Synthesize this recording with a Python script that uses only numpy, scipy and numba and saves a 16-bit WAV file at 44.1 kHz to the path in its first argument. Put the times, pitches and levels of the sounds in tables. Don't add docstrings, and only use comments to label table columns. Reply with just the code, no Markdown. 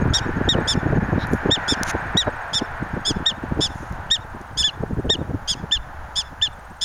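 import sys
import numpy as np
from scipy import signal
from scipy.fft import rfft, irfft
from scipy.io import wavfile
from scipy.ndimage import uniform_filter1d
from numba import njit

SR = 44100
rng = np.random.default_rng(int(sys.argv[2]) if len(sys.argv) > 2 else 0)


def log_audio(samples):
    frames = np.atleast_2d(samples).T
    limited = np.clip(frames, -1, 1)
    pcm = np.round(limited * 32767).astype(np.int16)
    wavfile.write(sys.argv[1], SR, pcm)


N = 301644
TIME = np.arange(N) / SR

# t/s, level/dB
BREEZE_LEVEL = [(0, -34), (1.85, -32.5), (2.3, -34), (3, -36), (3.6, -39), (4.7, -41.5), (5.3, -42.5),
                (6.2, -41.5), (6.84, -45.5)]
# f/Hz, level/dB
RUSH_COLOUR = [(200, -8), (380, -9.5), (600, 0.5), (880, 7), (1150, 0.5), (1500, 3), (1800, -2.5),
               (2200, -12.5), (2800, -17), (4500, -27.5), (7000, -43), (12000, -59)]
SWELL_COLOUR = [(1100, -16), (1450, 6), (1780, 4), (2050, -9), (2400, -8), (3200, -36), (7000, -34)]
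HISS_COLOUR = [(1500, 2), (4500, -2), (6700, 1), (8500, -5.5), (10000, -4.5), (12500, -7), (17000, -14)]
RUMBLE_COLOUR = [(15, 0), (30, -16.5), (60, -5.5), (100, -13.5), (150, -23.5), (300, -41)]
BUFFET_COLOUR = [(20, -8.5), (55, -3.5), (110, 0), (200, -8.5), (350, -15), (600, -22), (1200, -62)]
# t/s, level/dB
GUST_LEVEL = [(0, -19), (.2, -29.5), (.65, -30.5), (.99, -24.5), (1.35, -32), (1.6, -36), (2.1, -33),
              (2.45, -44.5), (3, -39), (3.55, -34), (3.9, -41), (4.7, -42), (4.97, -30.5), (5.3, -33),
              (5.45, -44), (6.1, -53.5), (6.84, -54)]
# t/s, level/dB, f/Hz
EDDY_THUMPS = [(.032, -13.5, 112), (.064, -4.5, 302), (.414, -10.5, 278), (.482, -8, 323),
               (.556, -5.5, 336), (.587, -9, 273), (.614, -11, 290), (.778, -7, 222), (.868, -7, 282),
               (.935, -4, 303), (.989, -5, 151), (1.132, -4.5, 302), (1.183, -8, 225), (1.337, -5, 260),
               (1.461, -5.5, 303), (1.498, -2, 330), (1.725, -7, 172), (1.952, -9.5, 315), (2.158, -7, 295),
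               (2.281, -5, 460), (2.621, -12, 308), (2.827, -11, 150), (2.94, -12, 132),
               (2.971, -11.5, 230), (3.11, -11, 218), (3.17, -12.5, 187), (3.522, -10.5, 200),
               (3.576, -11.5, 191), (3.599, -8, 307), (3.913, -18, 116), (4.837, -12.5, 323),
               (4.989, -11, 170), (5.055, -13, 240), (5.102, -11.5, 360), (5.216, -13, 228),
               (5.347, -10, 182), (5.639, -15.5, 202), (6.33, -24.5, 206), (6.714, -25, 139)]
# start/s, end/s
TRILL_RESTS = [(.7, 2), (5.3, 6.48)]
# t/s, length/s, top f/Hz, place of the top/0-1, level/dB, brightness/(dB per octave),
# flutter/Hz, late pitch drop/0-1
RASP_CALLS = [(.133, 0.066, 1860, 0.31, -15, -0.5, 210, 0.14),
              (0.672, 0.075, 1786, 0.31, -18.5, 1, 234, .02), (1.676, 0.074, 1787, .41, -19, .5, 176, 0.03),
              (2.529, .074, 1800, 0.39, -18.5, -1, 188, 0), (3.048, 0.077, 1740, 0.34, -19, 0, 207, 0),
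              (3.604, .076, 1773, 0.32, -18, -1.5, 224, 0), (4.57, 0.069, 1752, .4, -18.5, 1, 190, 0.01),
              (5.474, 0.072, 1704, 0.42, -17.5, 0, 263, 0.06), (6.154, 0.072, 1747, 0.32, -19, -1, 186, 0),
              (6.809, 0.09, 1738, 0.2, -19, 0, 194, 0)]
# t/s, length/s, top f/Hz, place of the top/0-1, level/dB, brightness/(dB per octave)
YIP_CALLS = [(0.486, 0.062, 1885, 0.22, -19.5, 5.5), (1.503, 0.066, 1850, 0.5, -18.5, 4),
             (2.167, 0.068, 1938, 0.29, -20, 9.5), (3.256, 0.064, 1860, 0.31, -20, 3.5),
             (4.102, 0.069, 1871, 0.48, -17.5, 7.5), (4.629, 0.074, 1747, 0.37, -19, 0),
             (5.093, 0.067, 1854, 0.32, -19, 4.5), (5.711, 0.068, 1791, 0.35, -20, 0.5),
             (6.414, 0.066, 1790, 0.35, -19, -0.5)]
# f/Hz, level/dB
RASP_FORMANTS = [(1700, -23.5), (2400, -7.5), (3000, -8.5), (3550, 0), (4200, -9.5), (5200, -3.5),
                 (5900, -2), (7000, -9.5), (8700, -15.5), (10000, -32.5), (13500, -37.5), (16000, -78)]
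YIP_FORMANTS = [(1400, -27), (1800, -4), (2600, 3), (2950, 11), (3150, 0), (3550, 9.5), (4150, 14),
                (4550, -16), (5400, -7), (6200, -5.5), (7100, -5), (9000, -27), (11000, -35.5),
                (15000, -69)]
# t/s, peak level/dB, decay/s
CAMERA_CLICKS = [(.989, -32, 0.00085), (1.270, -32, 0.0018), (1.333, -27, 0.0068), (1.8334, -3.5, 0.00025),
                 (1.9067, -30, 0.0006), (3.925, -32, 0.00074), (4.413, -41, 0.0033), (6.702, -41, .001)]
# f/Hz, level/dB
SHELL_COLOUR = [(800, -15), (1800, -4.5), (3000, -9.5), (5000, -7.5), (6700, 3.5), (8300, -12), (9700, -3),
                (11500, -13.5), (14000, -17), (17000, -34)]
# f/Hz, level/dB
SCUFF_COLOUR = [(2200, -25), (3000, -6), (3900, 8), (4700, -11), (5400, -4), (6400, -20), (12000, -29)]
# t/s, length/s, level/dB, place of the top/0-1, tilt/(dB per octave)
CAMERA_RUBS = [(1.298, 0.088, -53, 0.27, 14), (1.846, 0.067, -22.5, 0.8, -6),
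               (3.477, 0.49, -53.5, .6, -2.5)]


def undb(db):
    return 10 ** (np.asarray(db) / 20)


def unit(x):
    return x / np.sqrt(np.mean(x ** 2))


def shape_db(colour, hz):
    f, db = np.transpose(colour)
    octave = np.log2(np.maximum(hz, 1))
    outside = np.abs(octave - np.clip(octave, np.log2(f[0]), np.log2(f[-1])))
    return np.interp(octave, np.log2(f), db) - 20 * outside


def noise(colour, tilt_db=0, size=N):
    hz = np.arange(size // 2 + 1) * SR / size
    gain = undb(shape_db(colour, hz) + tilt_db * np.log2(np.maximum(hz, 20)))
    return unit(irfft(rfft(rng.standard_normal(size)) * gain, size))


def wander(rate_hz, size=N):
    hold = max(int(SR / rate_hz), 2)
    steps = np.repeat(rng.standard_normal(size // hold + 2), hold)
    return np.sqrt(2) * uniform_filter1d(uniform_filter1d(steps, hold), hold)[:size]


def add(out, start_s, sound):
    i = max(int(start_s * SR), 0)
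    out[i:i + len(sound)] += sound[:max(N - i, 0)]


def grass_rush():
    breeze_db = np.interp(TIME, *np.transpose(BREEZE_LEVEL))
    waver_db = .7 * wander(12)
    body = noise(RUSH_COLOUR)
    edge = noise(SWELL_COLOUR) * undb(-9 + 1.67 * (breeze_db + 37.5))
    return undb(breeze_db + 2 + waver_db) * (body + edge) + undb(-60) * noise(HISS_COLOUR)


def air_rumble():
    return undb(-39.5 + 4 * wander(24)) * noise(RUMBLE_COLOUR)


def lesser_eddies(gust_db, per_s=16, over_gust_db=15, spread_db=5, centre_hz=176, spread_octaves=.57):
    gap, strength, pitch = rng.uniform(-1, 1, size=(150, 3)).T
    times = np.cumsum(1 + .8 * gap) / per_s
    db = np.interp(times, TIME, gust_db) + over_gust_db + spread_db * strength
    hz = centre_hz * 2 ** (spread_octaves * pitch)
    return [eddy for eddy in zip(times, db, hz) if eddy[0] < TIME[-1]]


def buffeting(swing_cycles=.32, wake_db=-10, wake_s=.01):
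    gust_db = np.interp(TIME, *np.transpose(GUST_LEVEL))
    flow = noise(BUFFET_COLOUR)
    lows = signal.sosfiltfilt(signal.butter(2, 130, fs=SR, output="sos"), flow)
    lows_db = 4 * wander(90)
    highs_db = 1.3 * lows_db + .45 * (gust_db + 36) - 4.5
    out = undb(gust_db - 1) * (lows * undb(lows_db) + (flow - lows) * undb(highs_db))
    t = np.arange(-1500, 1500) / SR
    for start, db, hz in list(EDDY_THUMPS) + lesser_eddies(gust_db):
        skew = np.exp(.5j * rng.standard_normal())
        swing = np.imag(skew / (1 + 1j * t * hz / swing_cycles) ** 2.25)
        wake_colour = [(70, 0), (1.22 * hz, 0), (3 * hz, -14), (6 * hz, -36)]
        wake = noise(wake_colour, size=len(t)) * np.exp(-(t / wake_s) ** 2)
        add(out, start + t[0], undb(db) * (swing + undb(wake_db) * wake))
    return out


def trill(centre_hz, swing_hz, stroke_hz, db):
    stroke = np.sin(2 * np.pi * np.cumsum(stroke_hz * (1 + .0141 * wander(7.7))) / SR)
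    hz = centre_hz + swing_hz * stroke + 40 * wander(900)
    tone = np.sin(2 * np.pi * np.cumsum(hz) / SR)
    return undb(db + 2 * wander(5.8)) * np.maximum(stroke, 0) ** 2 * tone


def crickets(fade_db_per_s=3):
    singing = np.all([(TIME < start) | (TIME > end) for start, end in TRILL_RESTS], axis=0)
    high = trill(centre_hz=7880, swing_hz=380, stroke_hz=17, db=-55.5)
    low = trill(centre_hz=6150, swing_hz=475, stroke_hz=11.6, db=-51.5)
    return singing * high + low * undb(-fade_db_per_s * TIME)


def pitch_arch(length_s, top_at, rise, rise_power, fall, fall_power):
    course = np.linspace(0, 1, int(length_s * SR))
    before = np.maximum(1 - course / top_at, 0)
    after = np.maximum((course - top_at) / (1 - top_at), 0)
    return rise * before ** rise_power + fall * after ** fall_power


def bark(sag, top_hz, bright_db, formants, flutter_hz, drop,
         flutter, sway, jitter, breath_db, db_per_sag, attack_s, release_s):
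    size = len(sag)
    t, course = np.arange(size) / SR, np.linspace(0, 1, size)
    effort_db = db_per_sag * sag
    crack = drop * np.exp(-((course - .69) / .0665) ** 2)
    flutter_cycles = np.cumsum(flutter_hz * (1 + .1 * wander(187, size))) / SR
    depth = np.clip(flutter * (1 + .32 * wander(142, size)) * (1.3 - 1.2 * course), 0, 1)
    choke = depth * np.sin(np.pi * flutter_cycles) ** 4
    hz = top_hz * (1 - sag) * (1 - crack - sway * (choke - choke.mean()) + jitter * wander(1500, size))
    phase = 2 * np.pi * np.cumsum(hz) / SR
    harmonics = np.arange(1, 10)[:, None]
    tilt_db = (bright_db + .95 * effort_db) * np.log2(np.maximum(harmonics / 2, 1))
    gains = undb(shape_db(formants, harmonics * hz) + tilt_db)
    voice = np.sqrt(2) * np.sum(gains * np.sin(harmonics * phase), axis=0) * undb(-100 * crack)
    puffs = (1 + np.cos(phase)) * (1 + 4 * choke)
    breath = undb(breath_db - .79 * effort_db) * noise(formants, tilt_db=3.5, size=size) * puffs
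    fades = np.clip(np.minimum(t / attack_s, (t[-1] - t) / release_s), 0, 1)
    return (voice * (1 - choke) + breath) * undb(effort_db) * fades


def grassland_echo(x, scatter_db, echo_db, t60_s, delay_s=.086, spread_s=.0079):
    t = np.arange(SR // 2) / SR
    scatter = rng.standard_normal(len(t)) * undb(-60 * t / t60_s) * (t > .004)
    response = undb(scatter_db) * unit(scatter) / np.sqrt(len(t))
    for order, offset in enumerate(rng.uniform(-1, 1, size=5), start=1):
        response[int((delay_s + spread_s * offset) * SR)] += undb(echo_db) / order
    return signal.fftconvolve(x, response)[:N]


def rasping_prairie_dog():
    out = np.zeros(N)
    for start, length, hz, top_at, db, bright_db, flutter_hz, drop in RASP_CALLS:
        sag = pitch_arch(length, top_at, rise=.1262, rise_power=2.1, fall=.3, fall_power=3.4)
        call = bark(sag, hz, bright_db, RASP_FORMANTS, flutter_hz, drop, flutter=.6, sway=.055,
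                    jitter=.0061, breath_db=-26, db_per_sag=-52, attack_s=.0062, release_s=.004)
        add(out, start, undb(db) * call)
    return out + grassland_echo(out, scatter_db=-28.5, echo_db=-36, t60_s=.31)


def yipping_prairie_dog():
    out = np.zeros(N)
    for start, length, hz, top_at, db, bright_db in YIP_CALLS:
        sag = pitch_arch(length, top_at, rise=.226, rise_power=2.9, fall=.26, fall_power=1.95)
        call = bark(sag, hz, bright_db, YIP_FORMANTS, flutter_hz=250, drop=0, flutter=.02, sway=.02,
                    jitter=.004, breath_db=-27, db_per_sag=-85.5, attack_s=.0011, release_s=.0027)
        add(out, start, undb(db) * call)
    return out + grassland_echo(out, scatter_db=-30, echo_db=-47, t60_s=.11)


def camera_clicks(ring_hz=5600, ring_decay_s=.00028):
    out = np.zeros(N)
    t = np.arange(1024) / SR
    ring = 2 * np.sin(2 * np.pi * ring_hz * t) * np.exp(-t / ring_decay_s)
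    for start, db, decay in CAMERA_CLICKS:
        click = ring + noise(SHELL_COLOUR, tilt_db=1.5, size=len(t)) * np.exp(-t / decay)
        add(out, start, undb(db) * click / np.abs(click).max())
    return out


def scuff(start_s=1.175, length_s=.095, db=-39):
    out, size = np.zeros(N), int(length_s * SR)
    envelope = undb(db + 2 * wander(350, size)) * np.hanning(size)
    add(out, start_s, envelope * noise(SCUFF_COLOUR, size=size))
    return out


def camera_rubs():
    out = np.zeros(N)
    for start, length, db, top_at, tilt_db in CAMERA_RUBS:
        size = int(length * SR)
        swell_db = np.interp(np.linspace(0, 1, size), [0, top_at, 1], [-24, 0, -9])
        grain_db = 2 * wander(600, size)
        add(out, start, undb(db + swell_db + grain_db) * noise(SHELL_COLOUR, tilt_db, size))
    return out


def scene():
    bed = grass_rush() + air_rumble() + buffeting() + crickets()
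    barks = rasping_prairie_dog() + yipping_prairie_dog()
    return (bed + barks + camera_clicks() + scuff() + camera_rubs())[None]


def record(dry, notch_hz=7890, notch_width_hz=530, ceiling=.14, top_hz=17300):
    notch = signal.iirnotch(notch_hz, notch_hz / notch_width_hz, fs=SR)
    notched = signal.lfilter(*notch, signal.lfilter(*notch, dry[0]))
    level = follow_level(notched, attack_s=.004, release_s=.007)
    limited = notched * np.minimum(1, ceiling / (level + 1e-9))
    high_cut = signal.ellip(8, .2, 70, top_hz, fs=SR, output="sos")
    return signal.sosfilt(high_cut, limited)[None]


@njit
def follow_level(x, attack_s, release_s):
    out, level = np.empty(len(x)), 0.
    for i in range(len(x)):
        gap = abs(x[i]) - level
        level += gap / (SR * (attack_s if gap > 0 else release_s))
        out[i] = level
    return out


dry = scene()
out = record(dry)
log_audio(out)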